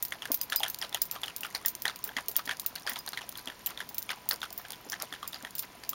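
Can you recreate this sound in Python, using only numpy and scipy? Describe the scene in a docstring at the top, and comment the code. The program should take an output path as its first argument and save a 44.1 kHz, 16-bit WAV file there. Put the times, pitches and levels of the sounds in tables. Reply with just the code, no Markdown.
"""A small room, one small microphone: from the start, filtered-noise hiss, steady hum and a faint wet crackle.
At once bright ticks near by: noise cracks, some dry from tongue or teeth, others with the rattle and ringing
modes of collar tags. Then a dog laps wet food from a steel bowl, about three laps a second: resonant noise
squelches, and gliding sines pop as air pockets open. Low gulps, slow licks and clear 5 kHz rings join in.
Dense reflections from bowl and near walls follow the close sounds, much weaker than these."""
import sys
import numpy as np
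from scipy import signal
from scipy.io import wavfile

SR = 44100
rng = np.random.default_rng(int(sys.argv[2]) if len(sys.argv) > 2 else 0)


def generate_wav(signal):
    """Clip the signal to [-1, 1] and save it as 16-bit WAV at the path in sys.argv[1]."""
    frames = np.transpose(np.atleast_2d(signal))
    scaled = np.clip(frames, -1, 1) * 32767
    pcm = np.round(scaled).astype(np.int16)
    wavfile.write(sys.argv[1], SR, pcm)


def voltage_ratio(level):
    """Linear amplitude factor for a level in decibels (scalar or array-like)."""
    return 10 ** (np.asarray(level, float) / 20)


N = 261937


def rms_one(x):
    """Scale to an rms of 1."""
    return x / np.sqrt(np.mean(x ** 2) + 1e-20)


def band(x, low_hz, high_hz):
    """Butterworth band-pass."""
    return signal.sosfilt(signal.butter(2, [low_hz, min(high_hz, .45 * SR)], "band", fs=SR, output="sos"), x)


def drift(rate):
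    """Slow chance at about the given rate per second: noise through two equal low-passes; rms 1."""
    r = np.exp(-2 * np.pi * rate / SR)
    return rms_one(signal.lfilter([1], [1, -2 * r, r * r], rng.standard_normal(N + SR))[SR:])


def resonance(x, hz, width_hz):
    """Two-pole band-pass with gain 1 on top."""
    r = np.exp(-np.pi * width_hz / SR)
    zeros = np.array([1, 0, -1]) * (1 - r * r) / 2
    return signal.lfilter(zeros, [1, -2 * r * np.cos(2 * np.pi * hz / SR), r * r], x)


def decay(x, t60):
    """Every click leaves a tail that falls 60 dB in t60 seconds."""
    return signal.lfilter([1], [1, -voltage_ratio(-60 / (t60 * SR))], x)


def struck(clicks, hz, t60):
    """A unit click sets a decaying sine of starting height 1 ringing."""
    r, w = voltage_ratio(-60 / (t60 * SR)), 2 * np.pi * hz / SR
    return signal.lfilter([0, np.sin(w)], [1, -2 * r * np.cos(w), r * r], clicks + 1e-18)


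def add(out, s, sound):
    """Mix a short sound in at time s."""
    i = round(s * SR)
    out[i:i + len(sound)] += sound[:max(N - i, 0)]


def spikes(s, db):
    """One click per event."""
    clicks = np.zeros(N)
    clicks[np.round(s * SR).astype(int)] = voltage_ratio(db)
    return clicks


# spectrum of the room hiss: (frequency [Hz], relative density [dB per Hz])
HISS_SPECTRUM = [(25, -2), (60, -1), (200, 5), (500, 1), (980, 1), (1400, -2.5), (1800, -2), (5300, -8),
                 (9000, -13.5), (15500, -13)]
HISS_DB = -53   # rms


def hiss():
    """Room hiss: third-octave bands of gently flickering noise."""
    out, edges = 0, 22 * 2 ** np.arange(0, 9.7, 1 / 3)
    white = rng.standard_normal((2, N))   # neighbouring bands take different noise
    table_hz, table_db = np.transpose(HISS_SPECTRUM)
    for k, (low, high) in enumerate(zip(edges, edges[1:])):
        density_db = np.interp(np.log(low * high) / 2, np.log(table_hz), table_db)
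        out = out + voltage_ratio(density_db) * band(white[k % 2], low, high)
    return voltage_ratio(HISS_DB) * rms_one(out)


# faint steady tones of the room, mains hum among them: (frequency [Hz], rms level [dB])
STEADY_TONES = [(59.5, -73), (119, -71), (990, -64)]


def hum():
    """Sines of fixed pitch whose levels waver slightly."""
    t = np.arange(N) / SR
    return sum(voltage_ratio(db + 0.5 * drift(19)) * np.sqrt(2) * np.sin(2 * np.pi * hz * t) for hz, db in STEADY_TONES)


def wet_grains(per_s, low_hz, high_hz, cycles):
    """Clicks in clumps, with a long tail of sizes, each ringing briefly at one of ten pitches; rms 1."""
    born = rng.random(N) < per_s * voltage_ratio(6.0 * drift(40)) / SR   # the drift makes the clumps
    sizes = voltage_ratio(4 * np.minimum(rng.exponential(1, N), 3))
    clicks = born * sizes * rng.choice([-1, 1], N)
    dealt = rng.integers(0, 10, N)
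    pitches = np.geomspace(low_hz, high_hz, 10)
    rings = sum(struck(clicks * (dealt == k), hz, cycles / hz) for k, hz in enumerate(pitches))
    return rms_one(band(rings, low_hz / 2, high_hz * 2))   # small bubbles move no bass


# mouth and bowl resonances that colour the squelch: (frequency [Hz], width [Hz], relative level [dB])
MOUTH_RESONANCES = [(320, 100, 4), (810, 430, 18), (1840, 150, -31), (3250, 670, 4.5), (4500, 1200, 3),
                    (5740, 500, -30)]


def squelch():
    """Noise through the mouth and bowl resonances, each flickering in level; rms 1."""
    out = np.zeros(N)
    for hz, width_hz, db in MOUTH_RESONANCES:
        out += voltage_ratio(db + 4 * drift(80)) * resonance(rng.standard_normal(N), hz, width_hz)
    return rms_one(out)


# slow licks that only squelch: (time [s], level [dB], length [s])
SLOW_LICKS = [(0.28, -45, 0.033), (0.85, -50, 0.065), (1.102, -28, 0.093), (2.039, -30, .06),
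              (2.37, -29, 0.054), (2.95, -50, 0.039), (3.354, -37.5, 0.053), (3.672, -29.5, 0.063),
              (4.088, -33, 0.03), (4.315, -43, 0.029), (4.557, -35, 0.079), (4.685, -31, 0.05),
              (4.998, -26, 0.059), (5.616, -30, 0.045)]
STIR_DB = -2   # how strongly the tongue stirs the food
STIR_TOP_DB = -18   # louder pops than this stir the food no more


def lapping():
    """The tongue presses in just before each pop and leaves the food moving: squelch, bubbles and crackle."""
    s, db = np.transpose(MOUTH_POPS)[:2]
    pushes = spikes(s, np.minimum(db, STIR_TOP_DB))
    smooth = np.exp(-1 / (0.00011 * SR))
    stirred = decay(signal.lfilter([1 - smooth], [1, -smooth], pushes), .14)
    stirred += voltage_ratio(7.5) * decay(pushes[::-1], 0.008)[::-1]   # reversed tail: the press before the pop
    for start, db, length in SLOW_LICKS:
        add(stirred, start, voltage_ratio(db) * np.hanning(round(length * SR)))
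    moving = voltage_ratio(-20) * squelch()
    moving += voltage_ratio(-17) * wet_grains(700, 1300, 5500, cycles=20)   # bubbles
    moving += voltage_ratio(-24) * wet_grains(600, 4500, 15000, cycles=30)   # crackle
    faint = voltage_ratio(-59.5) * wet_grains(70, 700, 4500, cycles=20)   # goes on all the time
    faint += voltage_ratio(-63) * wet_grains(70, 5000, 14500, cycles=40)
    return voltage_ratio(STIR_DB) * stirred * moving + faint


# bright ticks: ringing ones from the collar tags, dry ones (ring below about -20 dB) from tongue or teeth:
# (time [s], level [dB], ring against the tick [dB])
BRIGHT_TICKS = [(0.0258, -15, -8.5), (0.0506, -20.5, -10), (0.1067, -32, -14), (0.2543, -20, -37),
                (0.3177, -14, -5.5), (0.3433, -16.5, -6), (0.4132, -15.5, -8.5), (0.5002, -25, -11),
                (0.5605, -12.5, -6.5), (0.6815, -19, -18), (0.6996, -23.5, -5), (0.7451, -14, -34),
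                (0.7874, -26, -8.5), (0.9456, -8.5, -27), (1.0177, -16.5, -1), (1.1123, -18.5, -7.5),
                (1.259, -29, -17), (1.3631, -15.5, -15), (1.4076, -26, -5.5), (1.5511, -19, -23),
                (1.6596, -15, -3.5), (1.682, -19, -5.5), (1.7513, -17, -21), (1.8205, -19, -13),
                (1.8558, -17.5, -32), (1.9593, -23.5, -15), (1.99, -28, -22), (2.0404, -24.5, 0),
                (2.2836, -16, -8), (2.3651, -13.5, -6), (2.456, -25, -13), (2.597, -14.5, -16),
                (2.6621, -17, -5.5), (2.7544, -22, -17), (2.8955, -20.5, -6), (2.934, -21, -23),
                (2.989, -24.5, -11), (3.063, -22, -26), (3.0895, -16, -34), (3.2915, -19.5, -19),
                (3.375, -24, -14), (3.6614, -20.5, -1.5), (3.8903, -24, -10), (3.9451, -25, -7.5),
                (3.9818, -14.5, -9.5), (4.112, -21, -26), (4.289, -18, -1.5), (4.311, -14.5, -33),
                (4.5271, -27, -7), (4.577, -28, -2), (4.705, -18, -27), (4.72, -21, -21),
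                (4.8987, -19, -14), (5.0219, -13, -29), (5.2765, -21, -6), (5.5521, -27.5, -2),
                (5.5822, -27, -2), (5.5927, -20.5, -4), (5.892, -21, -0.5)]


def with_rebounds():
    """The ticks and, after each, one weaker tick at a chance moment 12 to 50 ms later."""
    s, tick_db, ring_db = np.transpose(BRIGHT_TICKS)
    late, weak = rng.random((len(s), 2)).T
    again = np.minimum(s + .012 + late * (.05 - .012), (N - 1) / SR)
    again_db = tick_db - 9 - 14 * weak
    return np.r_[s, again], np.r_[tick_db, again_db], np.r_[ring_db, ring_db]


# ringing modes of the collar tags: (frequency [Hz], level against the ring [dB], 60 dB decay [s])
COLLAR_TAG_MODES = [(5100, -26, .03), (7368, -20, .07), (8870, -18, .02), (10050, -18, .03),
                    (12460, -13, .08), (12800, -11, .06), (14500, -17, .08)]
FAINT_TICKS_PER_S, FAINT_TICK_DB = 9.0, -30.5   # rate that drifts up and down; level of the strongest click


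def bright_ticks():
    """Short noise cracks; the ring level sets how far tags clank, rattle and flutter in their modes after each."""
    s, tick_db, ring_db = with_rebounds()
    ring_db = tick_db + ring_db
    luck = rng.standard_normal((len(s), len(COLLAR_TAG_MODES)))
    t = np.arange(SR // 100) / SR
    # chain links shift now and then
    shifts = rng.random(N) < FAINT_TICKS_PER_S * voltage_ratio(6.0 * drift(3.0)) / SR
    faint = shifts * voltage_ratio(FAINT_TICK_DB - 10 * rng.random(N))
    crack = np.convolve(spikes(s, tick_db - 6) + faint, t / 0.00087 * np.exp(1 - t / 0.0005))[:N]
    clank = np.convolve(spikes(s, ring_db - 2.5), t / 0.0007 * np.exp(1 - t / 0.0007))[:N]
    rattle = decay(spikes(s, ring_db - 11.5), .08)
    contacts = np.sign(rng.standard_normal((3, N)))   # a dense patter of equal contacts
    broad = rms_one(band(contacts[0], 4060, 14100) + voltage_ratio(-10.5) * band(contacts[1], 2200, 5140))
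    # close modes of the chain links
    links = rms_one(resonance(resonance(contacts[2], 15100, 1500), 15100, 1500))
    flutter = voltage_ratio(2.5 * drift(85))
    out = crack * broad + clank * links + rattle * flutter * (voltage_ratio(-4) * broad + links)
    for k, (hz, db, t60) in enumerate(COLLAR_TAG_MODES):
        strength = ring_db + db + 4 * luck[:, k]
        out += struck(spikes(s, strength), hz, t60) * (1 + .7 * drift(100))
    return out


def pop(t, hz, cycles, rise, attack_s, phase):
    """A cavity opens: a sine that swells, glides up in pitch and falls 60 dB in the given cycles."""
    shape = (1 - np.exp(-t / attack_s)) ** 2 * voltage_ratio(-60 * t * hz / cycles)
    return shape / shape.max() * np.sin(2 * np.pi * hz * (t + rise * t * t) + phase)


# air pockets popping in mouth and food: (time [s], level [dB], cavity pitch [Hz])
MOUTH_POPS = [(0.122, -24.5, 1910), (0.221, -26, 3250), (0.255, -30, 1720), (0.499, -32, 4270),
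              (0.523, -20.5, 1665), (0.53, -23.5, 3540), (0.604, -26.5, 834), (0.633, -15, 3240),
              (0.663, -29, 1690), (0.815, -23.5, 5230), (0.825, -21.5, 3250), (0.927, -30, 3470),
              (0.946, -20, 3260), (1.162, -33.5, 1180), (1.234, -21, 3400), (1.271, -38, 3230),
              (1.281, -27, 3020), (1.433, -23.5, 2770), (1.449, -29, 1370), (1.549, -19, 4250),
              (1.65, -28.5, 1830), (1.854, -18, 1830), (1.88, -19, 4000), (2.091, -32.5, 1600),
              (2.167, -21, 1900), (2.185, -30.5, 1750), (2.357, -29, 3250), (2.393, -33, 1260),
              (2.476, -28.5, 1830), (2.493, -22.5, 1630), (2.511, -23.5, 1780), (2.759, -25.5, 4370),
              (2.866, -25, 4970), (2.874, -23, 1680), (2.893, -28, 1920), (2.918, -32.5, 1880),
              (2.959, -28.5, 3400), (2.968, -35, 980), (3.076, -25.5, 4200), (3.133, -28, 4160),
              (3.174, -24.5, 1980), (3.21, -38.5, 1280), (3.217, -32.5, 2900), (3.355, -32.5, 3300),
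              (3.384, -33, 4130), (3.474, -25, 3250), (3.5, -31, 1750), (3.671, -31, 3000),
              (3.775, -28, 3500), (3.804, -25.5, 1660), (3.705, -39.5, 1180), (4.092, -25.5, 2320),
              (4.104, -24.5, 1700), (4.113, -35.5, 1520), (4.131, -38.5, 1110), (4.311, -16, 4360),
              (4.417, -26.5, 3540), (4.43, -25.5, 1460), (4.443, -43, 3430), (4.651, -37.5, 1580),
              (4.732, -33.5, 3450), (4.921, -23.5, 5870), (4.931, -27.5, 1640), (5, -30, 5300),
              (5.126, -28, 3370), (5.138, -32, 1710), (5.229, -28.5, 1170), (5.331, -29.5, 3580),
              (5.344, -26.5, 4700), (5.449, -28.5, 1810), (5.837, -32.5, 4680), (5.932, -31.5, 1190)]
# two common resonances of mouth and bowl: pitch [Hz], level against the pop [dB]
DEEP, BRIGHT = (1813, -13.5), (3247, -3.5)
DEEP_BELOW_HZ = 2500   # pops under this pitch wake the bright resonance, the others the deep one
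# smaller pops that follow: longest chance delay, loss, chance further loss, loss with delay
STRAGGLE_S, STRAGGLE_LOSS_DB, STRAGGLE_SPREAD_DB, STRAGGLE_DB_PER_S = 0.029, 4, 6.5, 354
SNAP_DB, SNAP_S = -8.5, 0.0018   # broad snap: starting rms against the pop, decay constant


def pops():
    """Each pop sounds its cavity, a common resonance and a snap of tearing saliva; four smaller ones straggle."""
    out, t = np.zeros(N), np.arange(SR // 25) / SR
    luck = rng.random((len(MOUTH_POPS), 5, 6))
    noise = rms_one(band(rng.standard_normal((40, len(t))), 2100, 11700))
    snaps = voltage_ratio(SNAP_DB) * noise * np.exp(-t / SNAP_S)
    for (s, db, hz), draws in zip(MOUTH_POPS, luck):
        other_hz, other_db = BRIGHT if hz < DEEP_BELOW_HZ else DEEP
        for k, (phase, other_phase, late, weak, shift, other_shift) in enumerate(draws):
            after = k > 0   # the first is the pop itself, unshifted
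            own_pitch = hz * 2 ** (after * .5 * (shift - .5))
            other_pitch = other_hz * 2 ** (after * .5 * (other_shift - .5))
            own = pop(t, own_pitch, 22, 2, .0005, 2 * np.pi * phase)
            other = pop(t, other_pitch, 22, 2, .0006, 2 * np.pi * other_phase)
            snap = snaps[int(phase * len(snaps))]
            delay = late * STRAGGLE_S
            loss_db = STRAGGLE_LOSS_DB + STRAGGLE_SPREAD_DB * weak + STRAGGLE_DB_PER_S * delay
            sound = voltage_ratio(db - after * loss_db) * (own + voltage_ratio(other_db) * other + snap)
            add(out, s + after * (0.0022 + delay), sound)
    return out


# low gulps of the tongue: (time [s], level [dB], pitch [Hz])
TONGUE_GULPS = [(0.284, -47, 494), (0.3, -34.5, 279), (0.84, -43, 660), (2.075, -48, 440),
                (2.164, -42.5, 253), (2.286, -44.5, 417), (2.472, -45, 258), (2.915, -46.5, 246),
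                (3.47, -42, 259), (4.329, -38, 468), (4.863, -45, 280), (5.029, -41.5, 604),
                (5.119, -47, 273), (5.431, -43, 260)]


def gulps():
    """A low, slowly swelling pop with a short slosh of noise."""
    out, t = np.zeros(N), np.arange(SR // 25) / SR
    for s, db, hz in TONGUE_GULPS:
        noise = rms_one(band(rng.standard_normal(len(t)), 290, 1100))
        slosh = noise * t / 0.0077 * np.exp(1 - t / 0.007)
        add(out, s, voltage_ratio(db) * (pop(t, hz, 9.9, 0.28, 0.0065, 0) + voltage_ratio(-4.5) * slosh))
    return out


# clear 5 kHz ring of some collar clinks: (time [s], level [dB], length [s])
CLINK_RINGS = [(0.407, -42.5, 0.031), (0.563, -32.5, 0.035), (1.016, -33.5, 0.014), (2.896, -51, 0.051),
               (2.987, -41, 0.025), (5.275, -47, 0.018), (5.578, -48, 0.036), (5.894, -49, 0.02)]
CLINK_RING_HZ = 4958


def clink_rings():
    """A sine that hardly decays and then stops short with a 6.4 ms fade."""
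    out = np.zeros(N)
    for start, db, length in CLINK_RINGS:
        t = np.arange(round(length * SR)) / SR
        fade = np.minimum(1, (length - t) / 0.0064)
        add(out, start, voltage_ratio(db - 60 * t / 1.2) * fade * np.sin(2 * np.pi * CLINK_RING_HZ * t))
    return out


def room(x, t60):
    """Dense reflections from bowl, box and near walls: noise that dies."""
    t = np.arange(SR // 4) / SR
    tail = rng.standard_normal(len(t)) * voltage_ratio(-60 * t / t60) * (t > .002)
    return signal.fftconvolve(x, tail / np.sqrt(np.sum(tail ** 2)))[:N]


def scene():
    """The close sounds, their weak reflections, and the room's own hiss and hum."""
    near = lapping() + bright_ticks() + pops() + gulps() + clink_rings()
    echo = voltage_ratio(-18) * room(near, t60=.12)
    return (near + echo + hiss() + hum())[None]


def top_cut(x):
    """Nothing passes above the cut-off."""
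    return signal.sosfilt(signal.butter(12, 16970, fs=SR, output="sos"), x)


NOTCH_HZ, NOTCH_WIDTH_HZ, CUTOFF_HZ = 7880, 1200, 15900


def record(dry):
    """The small microphone's housing notches the treble near 8 kHz and the top is cut steeply."""
    x = dry - resonance(dry, NOTCH_HZ, NOTCH_WIDTH_HZ)
    x = x - resonance(x, NOTCH_HZ + 80, NOTCH_WIDTH_HZ / 3)   # a second, narrower notch
    x = signal.sosfilt(signal.ellip(10, .5, 40, CUTOFF_HZ, fs=SR, output="sos"), x)
    return top_cut(x)


dry = scene()
out = record(dry)
generate_wav(out)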